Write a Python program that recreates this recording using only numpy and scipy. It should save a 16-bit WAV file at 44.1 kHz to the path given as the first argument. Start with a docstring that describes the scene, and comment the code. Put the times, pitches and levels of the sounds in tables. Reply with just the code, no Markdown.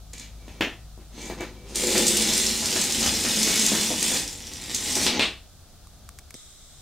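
"""Battery train in a copper coil

A battery with a magnet on each end is pushed into a long copper coil on a table in a small room.
It pulls itself through, rattling over the turns and drumming on the table, slows at the crossing,
shoots out and drops. A low hum fades early on; at the end a camera is handled and its zoom whirs."""
import sys
import numpy as np
from scipy import signal
from scipy.fft import rfft, irfft
from scipy.io import wavfile
from scipy.ndimage import uniform_filter1d

SR = 44100
rng = np.random.default_rng(int(sys.argv[2]) if len(sys.argv) > 2 else 0)


def waveform_to_disk(signal):
    """Save audio, clipped to [-1, 1], as 16-bit WAV at the path in sys.argv[1]."""
    frames = np.transpose(np.atleast_2d(signal))
    scaled = np.clip(frames, -1, 1) * 32767
    samples = np.round(scaled).astype(np.int16)
    wavfile.write(sys.argv[1], SR, samples)


N = 300497
TIME = np.arange(N) / SR
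EXIT_S, CRUISE_TURNS_PER_S = 5.07, 350  # when the battery leaves the coil; its cruising speed
LEFT_RIGHT = np.array([[1], [-1]])


def from_db(db):
    """Decibels to gain."""
    return 10 ** (np.asarray(db) / 20)


def rms_one(x):
    """Scale to an rms of 1."""
    return x / np.sqrt(np.mean(x ** 2) + 1e-20)


def unit(x):
    """Scale to an energy of 1."""
    return x / np.sqrt(np.sum(x ** 2) + 1e-20)


def drift(per_s):
    """Smooth random wander with a spread of about 1."""
    return np.interp(TIME * per_s, np.arange(4096), rng.standard_normal(4096))


def fade(s, release_s):
    """Envelope that stays at 1 until time s, then dies away."""
    return np.exp(-np.clip((TIME - s) / release_s, 0, 30))


def swell(s, hold_s, attack_s, release_s):
    """Envelope that rises to 1 at time s, holds and dies away."""
    return np.exp(-np.clip((s - TIME) / attack_s, 0, 5) ** 2) * fade(s + hold_s, release_s)


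def near(s, span_s):
    """Bell-shaped weight around the moment the battery passes a spot."""
    return np.exp(-np.minimum(((TIME - s) / span_s) ** 2, 30))


def add(track, s, sound):
    """Mix a sound into a track at time s."""
    at = int(s * SR)
    track[at:at + len(sound)] += sound[:N - at]


def through(x, response):
    """Pass a signal through an impulse response."""
    return signal.oaconvolve(x, response)[:len(x)]


def colour(eq, size=4096):
    """Minimum-phase response of unit energy, shaped by rows of freq_hz, gain_db."""
    hz, db = np.transpose(eq)
    log_hz = np.log(np.maximum(np.arange(size // 2 + 1) * SR / size, 1))
    cepstrum = irfft(np.log(from_db(np.interp(log_hz, np.log(hz), db))))
    cepstrum[size // 2:] = 0
    return unit(irfft(np.exp(2 * rfft(cepstrum))))


def noise(eq):
    """Coloured noise with an rms of about 1."""
    return through(rng.standard_normal(N), colour(eq))


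def resonate(x, hz, width_hz):
    """One resonance with a gain of 1 at its peak."""
    r = np.exp(-np.pi * width_hz / SR)
    feedback = [1, -2 * r * np.cos(2 * np.pi * hz / SR), r * r]
    return signal.lfilter(np.array([1, 0, -1]) * (1 - r * r) / 2, feedback, x + 1e-18)


def ringing(x, modes, waver_db):
    """A body's modes: each wavers as the contact shifts, and may be tied to a spot on the path."""
    out = np.zeros(N)
    for hz, width_hz, db, *spot in modes:
        drive = from_db(db + waver_db * drift(4.9)) * (near(*spot) if spot else 1)
        out += resonate(x * drive, hz, width_hz)
    return out


def crack(decay_s, size=2048):
    """A hard contact: one click smeared over a few ms by reflections inside the material."""
    omega = 2 * np.pi * np.arange(size // 2 + 1) / size
    delays = np.exp(-1j * omega * np.round(rng.uniform(.1, .6, (4, 1)) * decay_s * SR))
    allpasses = (delays - .55) / (1 - .55 * delays)
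    return irfft(np.prod(allpasses, axis=0)) * np.sqrt(decay_s * SR / 2)


def shifting_reverb(x, t60_s=0.3, size=24576):
    """Diffuse room tail whose echo pattern changes from one stretch of the path to the next."""
    t = TIME[:int(.35 * SR)]
    decay = np.clip((t - .002) / 0.0028, 0, 1) * from_db(-60 * t / t60_s)
    out, window = np.zeros(N), np.sin(np.pi * np.arange(size) / size)
    for at in range(0, N - size // 2, size // 2):
        stretch = x[at:at + size] * window[:N - at]
        echoes = unit(rng.standard_normal(len(t)) * decay)
        add(out, at / SR, signal.fftconvolve(stretch, echoes))
    return out


def in_room(x, wet_db, side_db):
    """Centred direct sound blended with the small room's stereo reverb."""
    reverb = shifting_reverb(x) + from_db(side_db) * shifting_reverb(x) * LEFT_RIGHT
    wet = from_db(wet_db)
    return (x + wet * reverb) / np.sqrt(1 + wet ** 2)


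# Tone of the room's hiss: freq_hz, gain_db
HISS_EQ = [(50, 14), (300, 0.5), (450, -1), (720, 1.5), (950, -8.5), (1250, 1.5), (1550, -3), (1900, -9),
           (2700, -8), (3500, -1.5), (7000, -4.5), (11000, -10.5), (16000, -18)]

def room_tone():
    """Faint, wide hiss over a deep room murmur."""
    hiss = noise(HISS_EQ) + from_db(-0.5) * noise(HISS_EQ) * LEFT_RIGHT
    murmur = noise([(12, -7), (30, 13), (50, -7), (100, -33), (300, -26.5)])
    return from_db(-56.5) * hiss + from_db(-58.5) * murmur


# Fader ride of the rumble: time_s, level_db
RUMBLE_RIDE = [(0, -50.5), (1.5, -52), (2.95, -47), (3.08, -35), (3.3, -48.5), (5.2, -44), (5.5, -52.5),
               (6.1, -50.5), (6.6, -60.5), (6.81, -51)]
# Tone of the rumble: freq_hz, gain_db
RUMBLE_EQ = [(20, -38), (45, -2), (75, 0), (110, -7.5), (170, -13), (300, -21.5), (450, -27.5), (720, -21),
             (1000, -32), (2500, -57)]

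def rumble():
    """An uneven low bed that swells briefly midway."""
    return from_db(np.interp(TIME, *np.transpose(RUMBLE_RIDE), right=-150)) * noise(RUMBLE_EQ)


# Harmonics of the hum: pitch_hz, gain_db
HUM_PARTIALS = [(53.3, -3), (106.6, -15), (159.9, -17.5)]

def hum():
    """A low hum that wavers slightly in pitch and level, then fades."""
    clock_s = np.cumsum(1 + 0.0069 * drift(3.2)) / SR
    tone = sum(from_db(db + 0.5 * drift(2.8)) * np.sqrt(2) * np.sin(2 * np.pi * hz * clock_s)
               for hz, db in HUM_PARTIALS)
    return from_db(-42) * fade(2.52, release_s=0.12) * tone


# Finger clicks on the camera: start_s, body_db, body_pitch_hz, tick_db
FINGER_CLICKS = [(5.87, -39, 1050, -39), (6.0895, -27.5, 1350, -27.5), (6.1869, -35, 1860, -28.5),
                 (6.191, -39, 1000, -32), (6.306, -38, 2060, -29), (6.341, -24, 5560, -31)]
# Bright tick of the shell: freq_hz, gain_db
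TICK_EQ = [(600, -24), (1200, -2), (2200, 4), (3100, 0), (6000, 8), (9000, 6.5), (15000, -5)]
# Hollow ring of the shell: pitch_hz, width_hz, gain_db
SHELL_RING = [(1150, 130, 4), (1650, 200, 1), (2250, 170, 3)]

def camera_handling():
    """The camera's hollow plastic shell clicks under the fingers."""
    clicks = np.zeros(N)
    for s, body_db, hz, tick_db in FINGER_CLICKS:
        burst = crack(decay_s=0.0011)
        add(clicks, s, from_db(tick_db - 4.5) * through(burst, colour(TICK_EQ)))
        add(clicks, s, from_db(body_db + 3.5) * resonate(burst, hz, width_hz=530))
    return clicks + ringing(clicks, SHELL_RING, waver_db=6.5)


# Bumps of the zoom gears: start_s, level_db
GEAR_BUMPS = [(6.343, -20), (6.351, -18.5)]
# Tone of the motor's whir: freq_hz, gain_db
WHIR_EQ = [(300, -24), (1000, -43), (1400, -20), (2100, -7), (2650, -19), (3350, -2.5), (3850, 2),
           (4400, -13), (5300, -4), (6300, -4), (7500, -2), (8250, -1), (9300, -10), (16000, -32)]

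def zoom_motor(start_s=6.343, tooth_hz=260):
    """The gears take up their slack in two bumps; the whir starts with a surge and settles."""
    bumps = np.zeros(N)
    bump = colour([(60, 5), (190, 27), (550, 17), (1200, -10), (5000, -45)])
    for s, db in GEAR_BUMPS:
        add(bumps, s, from_db(db) * bump)
    teeth = 1 + 0.5 * np.sin(2 * np.pi * tooth_hz * TIME)
    whir = np.array([through(rng.standard_normal(N) * teeth, colour(WHIR_EQ)) for ear in range(2)])
    surge_db = 8 * fade(start_s, release_s=0.1)
    return bumps + (TIME > start_s) * from_db(-54 + surge_db) * whir


# Tone of the drumming table: freq_hz, gain_db
DRUM_EQ = [(40, -16.5), (110, -9.5), (165, -3.5), (215, 4), (275, -1), (350, -5.5), (520, -7.5),
           (680, -12.5), (850, -7), (1200, -16), (2500, -44)]
# Ring of the table top: pitch_hz, width_hz, gain_db
TABLE_RING = [(229, 48, -4), (320, 36, -6), (366, 40, -2), (441, 28, -5), (503, 25, -2), (625, 22, -7),
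              (800, 22, -3), (995, 27, -2)]
# Table resonances that wake near one spot: pitch_hz, width_hz, gain_db, loudest_s, span_s
SPOT_RING = [(360, 29, 12, 1.96, 0.48), (476, 62, 8.5, 1.88, 0.37)]

def table_drumming(force):
    """Taps on the coil drum on the table top below it."""
    board = from_db(-3) * through(force, colour(DRUM_EQ))
    return board + ringing(board, list(TABLE_RING) + list(SPOT_RING), waver_db=2)


# The battery hits the table: start_s, thud_db, clack_db, clack_centre_hz, bounce_loss_db
TABLE_HITS = [(0.480, -33, -40.5, 2420, 6), (0.6084, -13, -12, 2420, 9), (0.623, -25, -28, 2360, 16),
              (0.977, -38, -67, 2193, -5), (1.3, -21, -37, 1540, 2), (1.408, -20.5, -28, 1770, 6.5),
              (1.953, -18, -20.5, 2020, 10), (2.625, -24.5, -32, 1650, 1), (2.759, -19.5, -21.5, 1960, 17),
              (3.019, -27, -25.5, 1750, 5), (3.061, -19, -23, 1740, 15), (3.249, -20, -21.5, 1750, 10),
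              (3.475, -22, -23, 1830, 7), (3.719, -15, -29.5, 1560, -0.5), (3.906, -19.5, -60, 1570, -7),
              (4.117, -22, -30, 1730, 0.5), (4.969, -18.5, -27.5, 1910, 1), (5.064, -16.5, -10, 3800, 13),
              (5.194, -14.5, -10.5, 3100, 2), (5.2236, -20, -20, 2970, 6)]
# Thud of the table top: freq_hz, gain_db
THUD_EQ = [(40, -26), (110, -1.5), (165, -6), (220, 3), (300, 1.5), (390, 0), (510, -4), (680, -1),
           (820, -7), (1000, -7.5), (1250, -20), (2500, -30)]
# Clack of the casing when centred on 3100 Hz: freq_hz, gain_db
CLACK_EQ = [(250, -32), (550, -9.5), (900, -5.5), (1450, -8), (1900, -5), (2350, -0.5), (3000, -0.5),
            (3500, 0), (4200, -2.5), (4700, -7.5), (6000, -14), (9000, -18.5), (12500, -45), (20000, -66)]
# Ring of the casing: pitch_hz, width_hz, gain_db
CASING_RING = [(1800, 170, -6), (2620, 240, -5), (2950, 180, -11), (3430, 170, -5), (4200, 220, -8)]

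def knocks(bounce_gap_s=0.0115, extra_thud_loss_db=11):
    """The table thuds and the metal casing clacks; three quick bounces follow, more clack than thud."""
    impacts, clacks = np.zeros(N), np.zeros(N)
    for s, thud_db, clack_db, hz, loss_db in TABLE_HITS:
        casing = colour(np.array(CLACK_EQ) * [hz / 3100, 1])
        for bounce in range(4):
            jitter = min(bounce, 1) * rng.uniform(-0.25, 0.25)
            at_s = s + bounce_gap_s * (bounce + jitter)
            add(impacts, at_s, from_db([thud_db + 17 - bounce * (loss_db + extra_thud_loss_db)]))
            clack = through(crack(decay_s=0.0018), casing)
            add(clacks, at_s, from_db(clack_db + 2.5 - bounce * loss_db) * clack)
    board = through(impacts, colour(THUD_EQ))
    thuds = board + from_db(-2.5) * ringing(board, TABLE_RING, waver_db=2.5)
    return thuds, clacks + ringing(clacks, CASING_RING, waver_db=2.5)


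# Thin tones at the coil's mouth: peak_s, hold_s, pitch_hz, level_db
SUNG_NOTES = [(0.18, 0.043, 2320, -51), (0.474, 0.05, 6370, -61), (1.165, 0.13, 6350, -56),
              (1.215, 0.11, 2320, -47.5), (1.412, 0.025, 2300, -41), (1.49, 0.17, 2300, -64)]

def singing_turn():
    """A magnet sticks and slips along one turn and keeps it ringing unsteadily."""
    out = np.zeros(N)
    for s, hold_s, hz, db in SUNG_NOTES:
        level = from_db(db + 3 * drift(44.3)) * swell(s, hold_s, attack_s=0.015, release_s=0.025)
        clock_s = np.cumsum(1 + 0.004 * drift(100)) / SR
        out += level * np.sin(2 * np.pi * hz * clock_s)
    return out


# Pace of the battery once it is let go: time_s, turns_per_s
SPEED_CURVE = [(1.745, 190), (1.8, 310), (1.9, 377), (2.0, 380), (2.24, 377), (2.47, 310), (2.6, 256),
               (2.75, 310), (3.0, 310), (3.18, 318), (3.35, 390), (3.65, 448), (3.84, 360), (3.97, 223),
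               (4.19, 258), (4.26, 103), (4.43, 82), (4.63, 94), (4.72, 176), (4.8, 170), (4.88, 296),
               (5.0, 315), (5.18, 590)]

def speed():
    """Turns passed per second; next to none before and after the run."""
    return np.interp(TIME, *np.transpose(SPEED_CURVE), left=.01, right=.01)


def stray_snaps(cruise_per_s=5, cruise_db=-17):
    """Light chance snaps, denser and louder with speed: rows of start_s, level_db, pitch_hz."""
    pace = speed() / CRUISE_TURNS_PER_S
    hits = np.flatnonzero((rng.random(N) < cruise_per_s * pace / SR) & (TIME < EXIT_S))
    return [(i / SR, cruise_db + 20 * np.log10(pace[i]) + rng.uniform(-2, 2), rng.uniform(5200, 8200))
            for i in hits]


# Accents of magnet on wire: start_s, level_db, pitch_hz
SNAP_HITS = [(0.1323, -26, 6960), (0.1777, -28.5, 7130), (0.1947, -26.5, 6600), (0.4801, -41, 6400),
             (0.518, -44, 6350), (1.2142, -28, 6350), (1.2556, -29, 6450), (1.275, -34, 7130),
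             (1.4053, -29, 6560), (1.7465, -26, 5960), (1.7558, -9.5, 8600), (1.910, -31, 6800),
             (1.9779, -6.5, 8000), (2.066, -6, 7130), (2.0796, -4, 7750), (2.1685, -6.5, 8800),
             (2.1978, -19, 6500), (2.2188, -10.5, 8400), (2.3335, -9.5, 7350), (2.3774, -7, 8500),
             (2.4622, -12, 5520), (2.6558, -10.5, 5630), (2.792, -17, 6590), (2.8119, -10.5, 6550),
             (2.9223, -12, 6440), (3.0604, -10.5, 6260), (3.1661, -25, 6130), (3.4296, -7, 6280),
             (3.594, -9.5, 7460), (3.664, -8, 6860), (4.0263, -6.5, 8300), (4.062, -12.5, 8050),
             (4.079, -12.5, 8500), (4.1434, -13, 6700), (4.2762, -18, 5800), (4.3263, -25, 7000),
             (4.4678, -24, 5800), (4.5338, -23, 5850), (4.6131, -25, 7560), (4.7459, -9, 6430),
             (4.9519, -9, 5940), (5.064, -17, 5430)]
# Tone of their crack: freq_hz, gain_db
SNAP_EQ = [(1500, -29), (3500, -4.5), (5400, -0.5), (7400, 2.5), (8800, -3.5), (10500, -8.5), (12500, -14),
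           (16000, -23)]

def magnet_snaps():
    """A magnet snaps hard against the wire: a crack and the ping of one turn."""
    force, rings = np.zeros(N), np.zeros(N)
    for s, db, hz in list(SNAP_HITS) + stray_snaps():
        burst = from_db(db) * crack(decay_s=0.0022)
        add(force, s, from_db(-5) * burst)
        add(rings, s, from_db(6) * resonate(burst, hz, width_hz=360))
    return through(force, colour(SNAP_EQ)) + rings


def taps(per_s, spread_db):
    """Randomly timed impulses of uneven size."""
    sizes = from_db(spread_db * np.clip(rng.standard_normal(N), -2, 2))
    return sizes * (rng.random(N) < per_s / SR)


def contacts(per_s, spread_db, friction_db, clump_db):
    """Force of taps on the turns over fine sliding friction; its running rms is held at 1."""
    tapping = rms_one(taps(per_s, spread_db) * rng.choice([-1, 1], N) / np.sqrt(per_s))
    friction = from_db(friction_db) * rng.standard_normal(N)
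    force = (tapping + friction) * from_db(clump_db * drift(170))
    return force / np.sqrt(uniform_filter1d(force ** 2, size=2600) + 1e-9)


def plucked_turns(per_s):
    """Each plucked turn pings for a few ms at a pitch of its own."""
    plucks = taps(per_s, spread_db=3)
    pitches_hz = np.geomspace(4800, 9300, 20)
    turn = rng.integers(0, len(pitches_hz), N)
    rings = sum(resonate(plucks * (turn == k), hz, width_hz=280) for k, hz in enumerate(pitches_hz))
    return rms_one(rings / np.sqrt(per_s))


def brushed_turns(metal, count=70, length_s=0.09, low_hz=2800, high_hz=8000):
    """Single turns pick up the scrape for a moment each, so the wiry ringing keeps shifting."""
    out, size = np.zeros(N), int(length_s * SR)
    for when, pitch in rng.random((count, 2)):
        s = np.interp(when, [0, 1], [SPEED_CURVE[0][0], EXIT_S - length_s])
        grain = metal[int(s * SR):int(s * SR) + size] * np.hanning(size)
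        add(out, s, resonate(grain, low_hz * (high_hz / low_hz) ** pitch, width_hz=90))
    return from_db(1) * out


# Midrange scrape of the wire: freq_hz, gain_db
SCRAPE_EQ = [(500, -17), (850, -18.5), (1200, -8), (1600, -4.5), (1900, 2), (2600, 2.5), (3200, 1.5),
             (3600, 3.5), (4800, -2), (6500, -1.5), (10000, -34)]
# Bright rattle on top: freq_hz, gain_db
RATTLE_EQ = [(2000, -12.5), (4000, 0.5), (5400, -3), (7400, 0.5), (9200, -7), (10500, -6), (12000, -13.5),
             (14000, -10.5), (16000, -24)]

def sliding(drum, scrape, rattle, turns_per_s, modes):
    """Both magnets tap the turns they pass; three gain envelopes play the wire and the table."""
    taps_per_s = 2 * np.maximum(turns_per_s, 10)
    force = contacts(taps_per_s, spread_db=4.5, friction_db=-2, clump_db=0)
    # every turn sits differently, so part of the rattle has contacts of its own
    own_force = contacts(taps_per_s, spread_db=5, friction_db=-1.5, clump_db=3.5)
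    chatter = (force + 1.2 * own_force) / np.hypot(1, 1.2)
    metal = from_db(-2) * through(force * scrape, colour(SCRAPE_EQ))
    metal += from_db(-3) * through(chatter * rattle, colour(RATTLE_EQ))
    metal += from_db(-4) * rattle * plucked_turns(taps_per_s)
    wire = metal + ringing(metal, modes, waver_db=1.2) + brushed_turns(metal)
    return wire, table_drumming(force * drum)


# Pushes of the hand: peak_s, hold_s, drum_db, scrape_db, rattle_db
HAND_PUSHES = [(0.133, 0.0044, -50.5, -43, -50), (0.193, 0.021, -52.5, -45, -68),
               (0.495, 0.17, -52, -55.5, -73), (1.206, 0.093, -41.5, -43.5, -47.5),
               (1.39, 0.018, -38, -42, -61), (1.503, 0.14, -54.5, -59.5, -80),
               (1.711, 0.069, -47, -48.5, -47.5)]
# Ring of the coil's open end: pitch_hz, width_hz, gain_db
MOUTH_RING = [(1870, 45, -5), (2298, 28, 4), (4090, 70, -5), (6400, 140, 0), (7010, 130, 0)]

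def battery_push():
    """The hand feeds the battery in, rubbing it slowly over the coil's mouth."""
    drum, scrape, rattle = sum(
        from_db(levels_db)[:, None] * swell(s, hold_s, attack_s=0.69 * hold_s, release_s=0.037)
        for s, hold_s, *levels_db in HAND_PUSHES)
    return sliding(drum, scrape, rattle, turns_per_s=130, modes=MOUTH_RING)


# Tight stretches where the battery presses harder on the wire: peak_s, hold_s, boost_db
TIGHT_SPOTS = [(1.956, 0.063, 2), (2.304, 0.21, 1), (2.736, 0.1, 2), (3.006, 0.088, 2.5), (3.255, 0.022, 0),
               (3.37, 0.1, 0), (4.004, 0.17, 3.5)]
# Turns that ring as the battery passes: pitch_hz, width_hz, gain_db, loudest_s, span_s
COIL_RING = [(1900, 70, -4, 4.8, 0.5), (2302, 35, 3, 1.85, 0.2), (2302, 40, 3, 2.3, 0.2),
             (2200, 120, -2, 3.48, 0.12), (2310, 45, 1, 5.12, 0.15), (2530, 60, -7, 3.9, 0.7),
             (2885, 80, -3, 2.7, 0.8), (2970, 60, -4, 3.5, 0.5), (3500, 100, 0, 2.0, 0.17),
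             (3530, 110, -1, 2.36, 0.15), (3412, 60, -1, 3.07, 0.17), (3440, 90, -3, 4.15, 0.45),
             (3780, 120, -1, 4.76, 0.15), (4170, 100, -2, 2.45, 0.12), (4200, 70, -6, 3.3, 0.5),
             (3460, 110, -7, 3.5, 0.4), (4450, 80, -2, 1.82, 0.12), (4560, 100, -2, 2.7, 0.14),
             (5320, 130, -1, 2.48, 0.16), (5150, 110, -1, 3.07, 0.17), (5550, 110, -3, 3.22, 0.12),
             (5780, 140, -2, 3.84, 0.12), (5800, 200, 0, 4.47, 0.15), (5760, 220, -2, 4.9, 0.2),
             (6450, 250, -7, 3.6, 0.6), (7200, 200, -3, 1.8, 0.16), (7130, 200, -2, 2.6, 0.17),
             (7590, 110, -1, 2.42, 0.2), (7500, 120, -4, 4.6, 0.4), (8100, 150, -2, 4.1, 0.17),
             (8100, 90, 0, 4.8, 0.3), (9240, 140, -2, 2.1, 0.2)]

def battery_run():
    """The battery pulls itself through the coil, louder with speed and in the tight stretches."""
    doublings = np.log2(speed() / CRUISE_TURNS_PER_S)
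    squeeze_db = sum(db * swell(s, hold_s, attack_s=0.027, release_s=0.0056)
                     for s, hold_s, db in TIGHT_SPOTS)
    drum = from_db(-34.5 + 6.9 * doublings + squeeze_db)
    scrape = from_db(-32.5 + 5.8 * doublings + squeeze_db)
    rattle = from_db(-26 + 8.4 * doublings + squeeze_db)
    drum *= from_db(drift(22))  # the coil lifts off the table and settles
    scrape *= from_db(1.2 * drift(16))  # the turns lie tighter or looser
    # out of the coil the rattle cuts off, while the scrape carries on through a short skid
    scrape *= fade(EXIT_S, release_s=0.94)
    rattle *= fade(EXIT_S, release_s=0.0034)
    return sliding(drum, scrape, rattle, speed(), COIL_RING)


def scene():
    """Coil and table in the room, the camera dry and close; the bass leans to the left."""
    push_wire, push_drumming = battery_push()
    run_wire, run_drumming = battery_run()
    thuds, clacks = knocks()
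    coil = (in_room(push_wire, wet_db=6, side_db=-6.5)
            + in_room(run_wire, wet_db=-1.5, side_db=-8)
            + in_room(magnet_snaps(), wet_db=-0.5, side_db=-7)
            + in_room(singing_turn(), wet_db=-6, side_db=-8))
    table = (in_room(push_drumming + run_drumming, wet_db=-3, side_db=-35)
             + in_room(thuds, wet_db=1, side_db=-21)
             + in_room(clacks, wet_db=4, side_db=-10))
    lean_left = from_db(1.14 * LEFT_RIGHT)
    return coil + lean_left * (table + hum() + rumble()) + camera_handling() + zoom_motor() + room_tone()


# Stereo width by frequency: freq_hz, side_gain_db
SIDE_EQ = [(100, -0.5), (600, -2), (1200, -23), (2000, -23.5), (3500, -0.5), (12000, 3)]

def record(dry, cutoff_hz=15700):
    """The sound narrows to nearly mono between 1 and 2 kHz; the top is cut steeply."""
    mid, side = (dry[0] + dry[1]) / 2, (dry[0] - dry[1]) / 2
    side_db = np.interp(np.arange(N // 2 + 1) * SR / N, *np.transpose(SIDE_EQ))
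    side = irfft(rfft(side) * from_db(side_db), N)
    high_cut = signal.ellip(10, .1, 80, cutoff_hz, fs=SR, output="sos")
    return signal.sosfilt(high_cut, mid + side * LEFT_RIGHT)


dry = scene()
out = record(dry)
waveform_to_disk(out)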